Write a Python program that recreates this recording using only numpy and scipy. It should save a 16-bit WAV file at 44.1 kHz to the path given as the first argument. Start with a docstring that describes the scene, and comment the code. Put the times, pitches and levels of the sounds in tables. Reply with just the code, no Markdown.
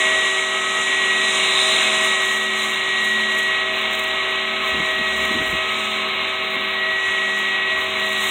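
"""Close in front of a small electric duct fan, a hand-held microphone wanders about the grille.
The steadily running rotor whines on multiples of its shaft rate: sines locked to one count of turns.
Rushing air, made of coloured noise, rings the short housing, roars at its mouth and hisses in the mesh.
A thin plastic bag rustles in the stream as showers of tiny clicks, and gusts bump the microphone.
Far away engines drone on their lowest firing tones."""
import sys
import numpy as np
from scipy import signal
from scipy.fft import rfft, irfft, next_fast_len
from scipy.io import wavfile
from scipy.ndimage import uniform_filter1d

SR = 44100
rng = np.random.default_rng(int(sys.argv[2]) if len(sys.argv) > 2 else 0)


def transcribe(signal):
    """Save signal, clipped to [-1, 1], as a 16-bit WAV file at the path in sys.argv[1]."""
    frames = np.atleast_2d(signal).T
    limited = np.clip(frames, -1, 1)
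    pcm = np.round(limited * 32767).astype(np.int16)
    wavfile.write(sys.argv[1], SR, pcm)


N = 366030


def undb(db):
    """Decibels to amplitude gain."""
    return 10 ** (np.asarray(db) / 20)


def unit(x):
    """Scale to rms 1."""
    return x / np.sqrt(np.mean(x ** 2))


def curves(table):
    """The columns of a timed table, drawn as straight lines with one value a sample."""
    s, *columns = np.transpose(table)
    return [np.interp(np.arange(N) / SR, s, c) for c in columns]


def colour(x, points, resonances=()):
    """Filter by an outline of frequency_hz and gain_db, with resonant humps on top."""
    size = next_fast_len(N + SR)
    f = np.maximum(np.arange(size // 2 + 1) * SR / size, 1)
    hz, db = np.transpose(points)
    shape = np.interp(np.log(f), np.log(hz), db)
    for centre, width, lift in resonances:
        shape = shape + lift / (1 + (2 * (f - centre) / width) ** 2)
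    return irfft(rfft(x, size) * undb(shape), size)[:N]


def noise(points, resonances=()):
    """Coloured noise of rms 1."""
    return unit(colour(rng.standard_normal(N), points, resonances))


def walk(rate):
    """Smooth chance of rms 1, taking a new direction rate times a second."""
    place = np.arange(N) / SR * rate
    knots = rng.standard_normal(N // 20)
    path = np.interp(place, np.arange(len(knots)), knots)
    return unit(uniform_filter1d(path, int(SR / rate / 2)))


def tone(turns, db):
    """A sine on a running count of cycles, at an rms level and a random phase."""
    return np.sqrt(2) * undb(db) * np.sin(2 * np.pi * (turns + rng.random()))


def puffs(table):
    """Bell-shaped swells at the given times, half-lengths (to 1/e squared) and peak levels."""
    t = np.arange(N) / SR
    return sum(undb(db) * np.exp(-2 * ((t - s) / length) ** 2) for s, length, db in table)


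def rotor(rush_db, hiss_db, flutter=0.000504, whine_gain_db=2.15, beat_gains_db=(0, 0, -1),
          wander_db=2.0, shimmer_db=0.68, overtone_shimmer_db=2.14, usual_rush_db=-24.5,
          closeness=0.9, whistle_wander_db=1.0, scatter_db=-45):
    """All lines are locked to one shaft, whose speed flutters by a small share."""
    # pitch of the blade whine: start_s, pitch_hz
    speed = [(0.0, 1917), (1.88, 1915), (2.42, 1914), (2.93, 1911), (3.84, 1917), (4.56, 1921),
             (4.95, 1911), (6.67, 1921), (8.29, 1914)]
    # whine as the microphone crosses its reflections: start_s, level_db before whine_gain_db
    whine = [(0.0, -24.5), (0.16, -22), (0.58, -31), (1.04, -23), (1.27, -25), (1.34, -32), (1.64, -28),
             (1.87, -32), (2.01, -25), (2.36, -25), (2.7, -31.5), (3.03, -24), (3.56, -25), (3.81, -33),
             (4.32, -29.5), (4.6, -37), (4.69, -29), (5.06, -26.5), (5.59, -30.5), (5.89, -44), (6.68, -33),
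             (6.84, -25), (7.79, -26.5), (7.93, -38), (8.02, -27), (8.3, -29.5)]
    # overtones of the five-per-turn beat, each with its own sound field:
    # start_s, then order_5_db, order_10_db, order_20_db before beat_gains_db
    beat = [(0.0, -30.5, -39.5, -34), (0.65, -35.5, -31, -46), (1.1, -38.5, -37.5, -33.5),
            (1.95, -30.5, -36, -29), (2.3, -38.5, -34.5, -44), (2.95, -44, -42, -45),
            (3.6, -34.5, -35.5, -34), (4.8, -36, -36, -38), (6.0, -37.5, -34, -35.5),
            (6.6, -38.5, -38, -37), (7.7, -39.5, -38, -32), (8.0, -34, -39, -34), (8.3, -41, -34, -41)]
    # weaker rotor and motor lines: shaft_multiple, level_db at the usual distance
    hum = [(1, -58), (2, -52.5), (3, -36), (6, -45.5), (9, -51), (12, -54), (14, -64), (17, -58), (18, -49),
           (23, -49), (25, -42.5), (28, -47), (29, -60), (30, -50)]
    # faint high lines that ride on the hiss: shaft_multiple, level_db against hiss_db
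    sing = [(35, -14), (50, -31), (70, -27)]
    # thin whistles beaming out of the grille:
    # shaft_multiple, level_db on the axis, beaming in dB per dB of hiss
    whistles = [(40, -36, 3.5), (55, -39.5, 1.5)]
    whine_order, on_axis_hiss_db = 15, -31.5

    whine_hz, = curves(speed)
    shaft_hz = whine_hz / whine_order * (1 + flutter * walk(25.1))
    turns = np.cumsum(shaft_hz) / SR
    whine_level_db = curves(whine)[0] + whine_gain_db + shimmer_db * walk(50)
    out = tone(whine_order * turns, whine_level_db)
    # eddies scatter a little of the whine, so it wavers where it is weak
    out += tone(whine_order * turns, scatter_db) * walk(30)
    for order, db, gain_db in zip((5, 10, 20), curves(beat), beat_gains_db):
        out += tone(order * turns, db + gain_db + overtone_shimmer_db * walk(20))
    # the hum grows with the rush as the microphone comes close
    near_db = closeness * (uniform_filter1d(rush_db, SR) - usual_rush_db)
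    for order, db in hum:
        # shorter waves change more as the microphone moves
        order_wander_db = wander_db * min(order / whine_order, 1)
        out += tone(round(order) * turns, db + near_db + order_wander_db * walk(4))
    for order, db in sing:
        out += tone(round(order) * turns, hiss_db + db + wander_db * walk(3))
    # narrow beams: off the axis the whistles fade faster than the hiss
    for order, db, beaming in whistles:
        beam_db = db + beaming * (hiss_db - on_axis_hiss_db)
        out += tone(round(order) * turns, beam_db + whistle_wander_db * walk(8.8))
    return out


def airflow(rush_db, mouth_db, hiss_db, rush_gain_db=1, mouth_gain_db=-.5, hiss_gain_db=1.5,
            eddy_db=0.67, core_gain_db=11, beaming=1.59, core_share=0.3, usual_mouth_db=-28):
    """Turbulence rings the housing, roars at its mouth and hisses in the mesh, shaken by eddies."""
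    # spectral outlines, from the housing to the bright core of the hiss:
    # frequency_hz, relative_density_db
    rush_outline = [(30, -26), (65, -13), (120, -23.5), (170, -6.5), (280, -5), (550, -1.5), (900, -2),
                    (1400, -2.5), (1750, 1.5), (2050, 4.5), (2600, 3), (3200, 4), (4000, -0.5), (6000, -45)]
    mouth_outline = [(1000, -26), (2800, -18.5), (3350, -8), (3600, 3.5), (3850, 3), (4020, 3.5),
                     (4800, -15), (6500, -39)]
    hiss_outline = [(3000, -27), (4500, 2), (6400, -0.5), (7200, -0.5), (8200, -2), (9100, -13),
                    (10000, -13.5), (11000, -21.5), (12500, -30), (15700, -36)]
    core_outline = [(6500, -29), (8100, 2), (9200, 0.5), (10200, -26), (12000, -42)]
    # air resonances of the housing: centre_hz, width_hz, lift_db
    duct = [(1063, 70, 5), (1128, 145, 9.5), (1540, 64, 1), (2170, 81, 9.5), (2294, 78, 5.5),
            (2814, 105, 5.5)]

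    rush = noise(rush_outline, duct) * undb(rush_db + rush_gain_db + eddy_db * walk(20))
    mouth = noise(mouth_outline) * undb(mouth_db + mouth_gain_db + eddy_db * walk(50))
    hiss = noise(hiss_outline) * undb(hiss_db + hiss_gain_db + eddy_db * walk(40))
    # the core is a narrow beam, so it falls away faster off the axis
    # and it grows with the roar as the microphone faces the mouth
    facing_mouth_db = core_share * (mouth_db - usual_mouth_db)
    core = noise(core_outline) * undb(beaming * hiss_db + core_gain_db + facing_mouth_db)
    return rush + mouth + hiss + core


def bag(grains_per_s=12000, spread_db=3.5, flap_db=2.0, bag_gain_db=5.5,
        crease_decay_s=0.0034, crease_gain_db=6):
    """Countless tiny buckles of film; sharp creases add short, differently coloured showers of them."""
    # sharp creases snapping: peak_s, level_db before crease_gain_db
    creases = [(3.739, -50), (3.764, -47), (3.789, -50), (3.815, -47), (3.912, -43), (3.934, -39),
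               (3.952, -39), (3.995, -46), (4.04, -47), (4.081, -48), (7.39, -47)]
    # the bag lifted in front of the microphone: start_s, sizzle level_db against the crinkle
    facing = [(3.55, -18), (3.76, -3), (7.5, 0), (7.62, -14), (7.8, 0), (8.3, -9)]
    # outlines of film crinkle, its finest crackle and a snapping crease:
    # frequency_hz, relative_density_db
    film = [(2000, -20), (6500, 12), (8500, 11), (10000, 3.5), (12000, 1), (13200, -1), (14500, -1.5),
            (15700, -3.5)]
    sizzle = [(9000, -28), (12000, -15), (13300, -3), (14600, 2), (15700, 3)]
    snap = [(3000, -10), (7500, 7), (10000, -10), (12000, -15), (14000, 0), (15700, 1)]

    sizes = undb(spread_db * np.minimum(rng.exponential(size=N), 5)) * rng.choice([-1, 1], N)
    buckles = sizes * (rng.random(N) < grains_per_s / SR)
    effort = handling() * undb(bag_gain_db + flap_db * walk(90))
    t = np.arange(N) / SR
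    showers = sum(undb(db + crease_gain_db) * np.exp(-np.abs(t - s) / crease_decay_s)
                  for s, db in creases)
    crackle = unit(colour(buckles, sizzle)) * undb(curves(facing)[0])
    crinkle = unit(colour(buckles, film)) + crackle
    return crinkle * effort + unit(colour(buckles, snap)) * showers


def handling():
    """As fingers shift their grip, each rustle swells and dies more slowly, over a faint constant stirring."""
    # peak_s, half_length_s before the rise and fall shares, level_db before the bag's gain
    rustles = [(1.77, .15, -49), (2.05, .05, -45), (2.3, 0.15, -45), (2.647, 0.14, -45), (3.07, 0.075, -45),
               (3.2, .05, -51), (3.38, .1, -47), (3.79, .08, -56), (3.99, .11, -51), (4.3, 0.074, -65),
               (4.68, 0.078, -52), (4.9, 0.22, -59), (5.22, .17, -52.5), (5.47, 0.13, -51),
               (5.83, 0.2, -56), (6.52, 0.16, -60), (7.4, .04, -54), (7.817, .08, -55), (8.08, 0.19, -50),
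               (8.26, 0.1, -40.5)]
    rise_share, fall_share = 1, 1.4
    t = np.arange(N) / SR
    # the film stirs in the stream between rustles
    power = undb(-63.5) ** 2
    for s, length, db in rustles:
        width = length * np.where(t < s, rise_share, fall_share)
        power = power + (undb(db) * np.exp(-2 * ((t - s) / width) ** 2)) ** 2
    return np.sqrt(power)


def gusts():
    """Air turned aside by the bag thumps on the microphone; the moving hand adds deeper bumps."""
    # gusts, then soft bumps of the hand holding the microphone: peak_s, half_length_s, level_db
    gust_times = [(4.746, .015, -24.5), (4.775, .015, -30), (4.803, 0.013, -26), (4.828, .01, -30),
                  (4.995, 0.04, -33), (5.22, .08, -37.5), (5.312, 0.012, -28.5), (5.356, 0.019, -23),
                  (5.395, 0.029, -26), (5.422, 0.011, -28), (5.48, .07, -40), (5.542, 0.019, -27),
                  (6.575, .04, -37)]
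    bump_times = [(.16, .08, -47), (.79, .04, -46), (4.74, .04, -43), (5.5, 0.098, -36), (6.97, .06, -49.5),
                  (7.1, .04, -48), (7.79, .05, -46)]
    # their outlines: frequency_hz, relative_density_db
    buffet = [(25, -34), (65, -2), (120, -13.5), (170, 4), (260, 6), (380, -1), (600, -14), (1500, -45)]
    bump = [(25, -30), (55, 1), (80, -1), (140, -20), (400, -49)]
    return noise(buffet) * puffs(gust_times) + noise(bump) * puffs(bump_times)


def far_engines(firing_db=-58, harmonic_db=-44.0, partner_db=-48.5, waver_db=1):
    """Only the lowest firing tones carry this far; two hums almost in step beat against each other."""
    # a far engine under even load, carried unevenly by the wind: start_s, firing_hz, swell_db
    drone_course = [(0, 106.1, -6), (1.3, 105.4, -0.5), (2.5, 106.9, 0.5), (3.2, 107.8, 4.5),
                    (4.2, 109, -3.5), (5.6, 107.8, 3), (6.3, 106.8, -3), (7.1, 101, -0.5), (8.3, 104.2, -1)]
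    # a far vehicle gathering speed: start_s, firing_hz, level_db
    traffic = [(0, 62, -75), (3.2, 63, -74), (3.5, 62, -52), (4.4, 61, -55), (4.9, 67, -50), (5.5, 72, -43),
               (5.68, 75, -54), (6.2, 77, -51.5), (7.4, 81, -68), (7.9, 82, -51.5), (8.3, 76, -54)]
    throb_start_hz, throb_slowing_hz_per_s = 1.62, .035

    t = np.arange(N) / SR
    firing_hz, swell_db = curves(drone_course)
    turns = np.cumsum(firing_hz) / SR
    # a second hum runs just above the engine's second harmonic, so the two throb
    lead = np.cumsum(throb_start_hz - throb_slowing_hz_per_s * t) / SR
    harmonic = undb(harmonic_db) * np.sin(2 * np.pi * 2 * turns)
    partner = undb(partner_db) * np.sin(2 * np.pi * (2 * turns + lead))
    hums = tone(turns, firing_db) + np.sqrt(2) * (harmonic + partner)
    drone = hums * undb(swell_db + waver_db * walk(3.05))
    vehicle_hz, vehicle_db = curves(traffic)
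    return drone + tone(np.cumsum(vehicle_hz) / SR, vehicle_db + 2.1 * walk(8.6))


def scene(sway_db=1.3):
    """Fan, bag and background add up at one microphone, whose place sets the levels of the air."""
    # air, louder as the microphone nears the duct: start_s, rush_db, mouth_db before airflow's gains
    air = [(0.0, -22.5, -26), (0.6, -24.5, -31.5), (1.2, -23, -27), (1.62, -21, -18.5),
           (1.95, -21.5, -24.5), (2.4, -25.5, -29), (3.1, -25, -28.5), (4.0, -25, -32), (5.1, -25, -31.5),
           (6.2, -25.5, -31), (7.1, -26, -32.5), (7.9, -25.5, -32.5), (8.3, -24.5, -26.5)]
    # hiss, strongest on the fan's axis and shaded by the hand: start_s, level_db before airflow's gain
    grille = [(0.0, -33), (0.7, -36), (1.62, -29), (2.03, -31), (2.48, -40), (2.66, -37.5), (2.92, -41.5),
              (3.35, -38.5), (3.6, -44.5), (4.4, -47), (5.3, -43), (5.95, -46), (6.14, -55), (6.3, -46.5),
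              (6.52, -53.5), (6.93, -50), (7.06, -43), (7.4, -41.5), (7.63, -49.5), (8.3, -42)]
    rush_db, mouth_db = curves(air)
    hiss_db = curves(grille)[0] + sway_db * walk(8)
    fan = rotor(rush_db, hiss_db) + airflow(rush_db, mouth_db, hiss_db)
    return (fan + bag() + gusts() + far_engines())[None]


def record(dry):
    """The microphone port cuts the bass and a deep notch, and the recorder ends the treble."""
    # response of the port: frequency_hz, gain_db
    port = [(28, -12), (55, -1.5), (4020, 0.5), (4130, -10), (4240, -13), (4400, -27.5), (4780, -31.5),
            (5150, -15), (5500, -13), (5900, -4), (6300, 0.5)]
    top_hz = 15750
    heard = colour(dry[0], port)[None]
    treble_cut = signal.ellip(12, .1, 80, top_hz, fs=SR, output="sos")
    return signal.sosfilt(treble_cut, heard)


dry = scene()
out = record(dry)
transcribe(out)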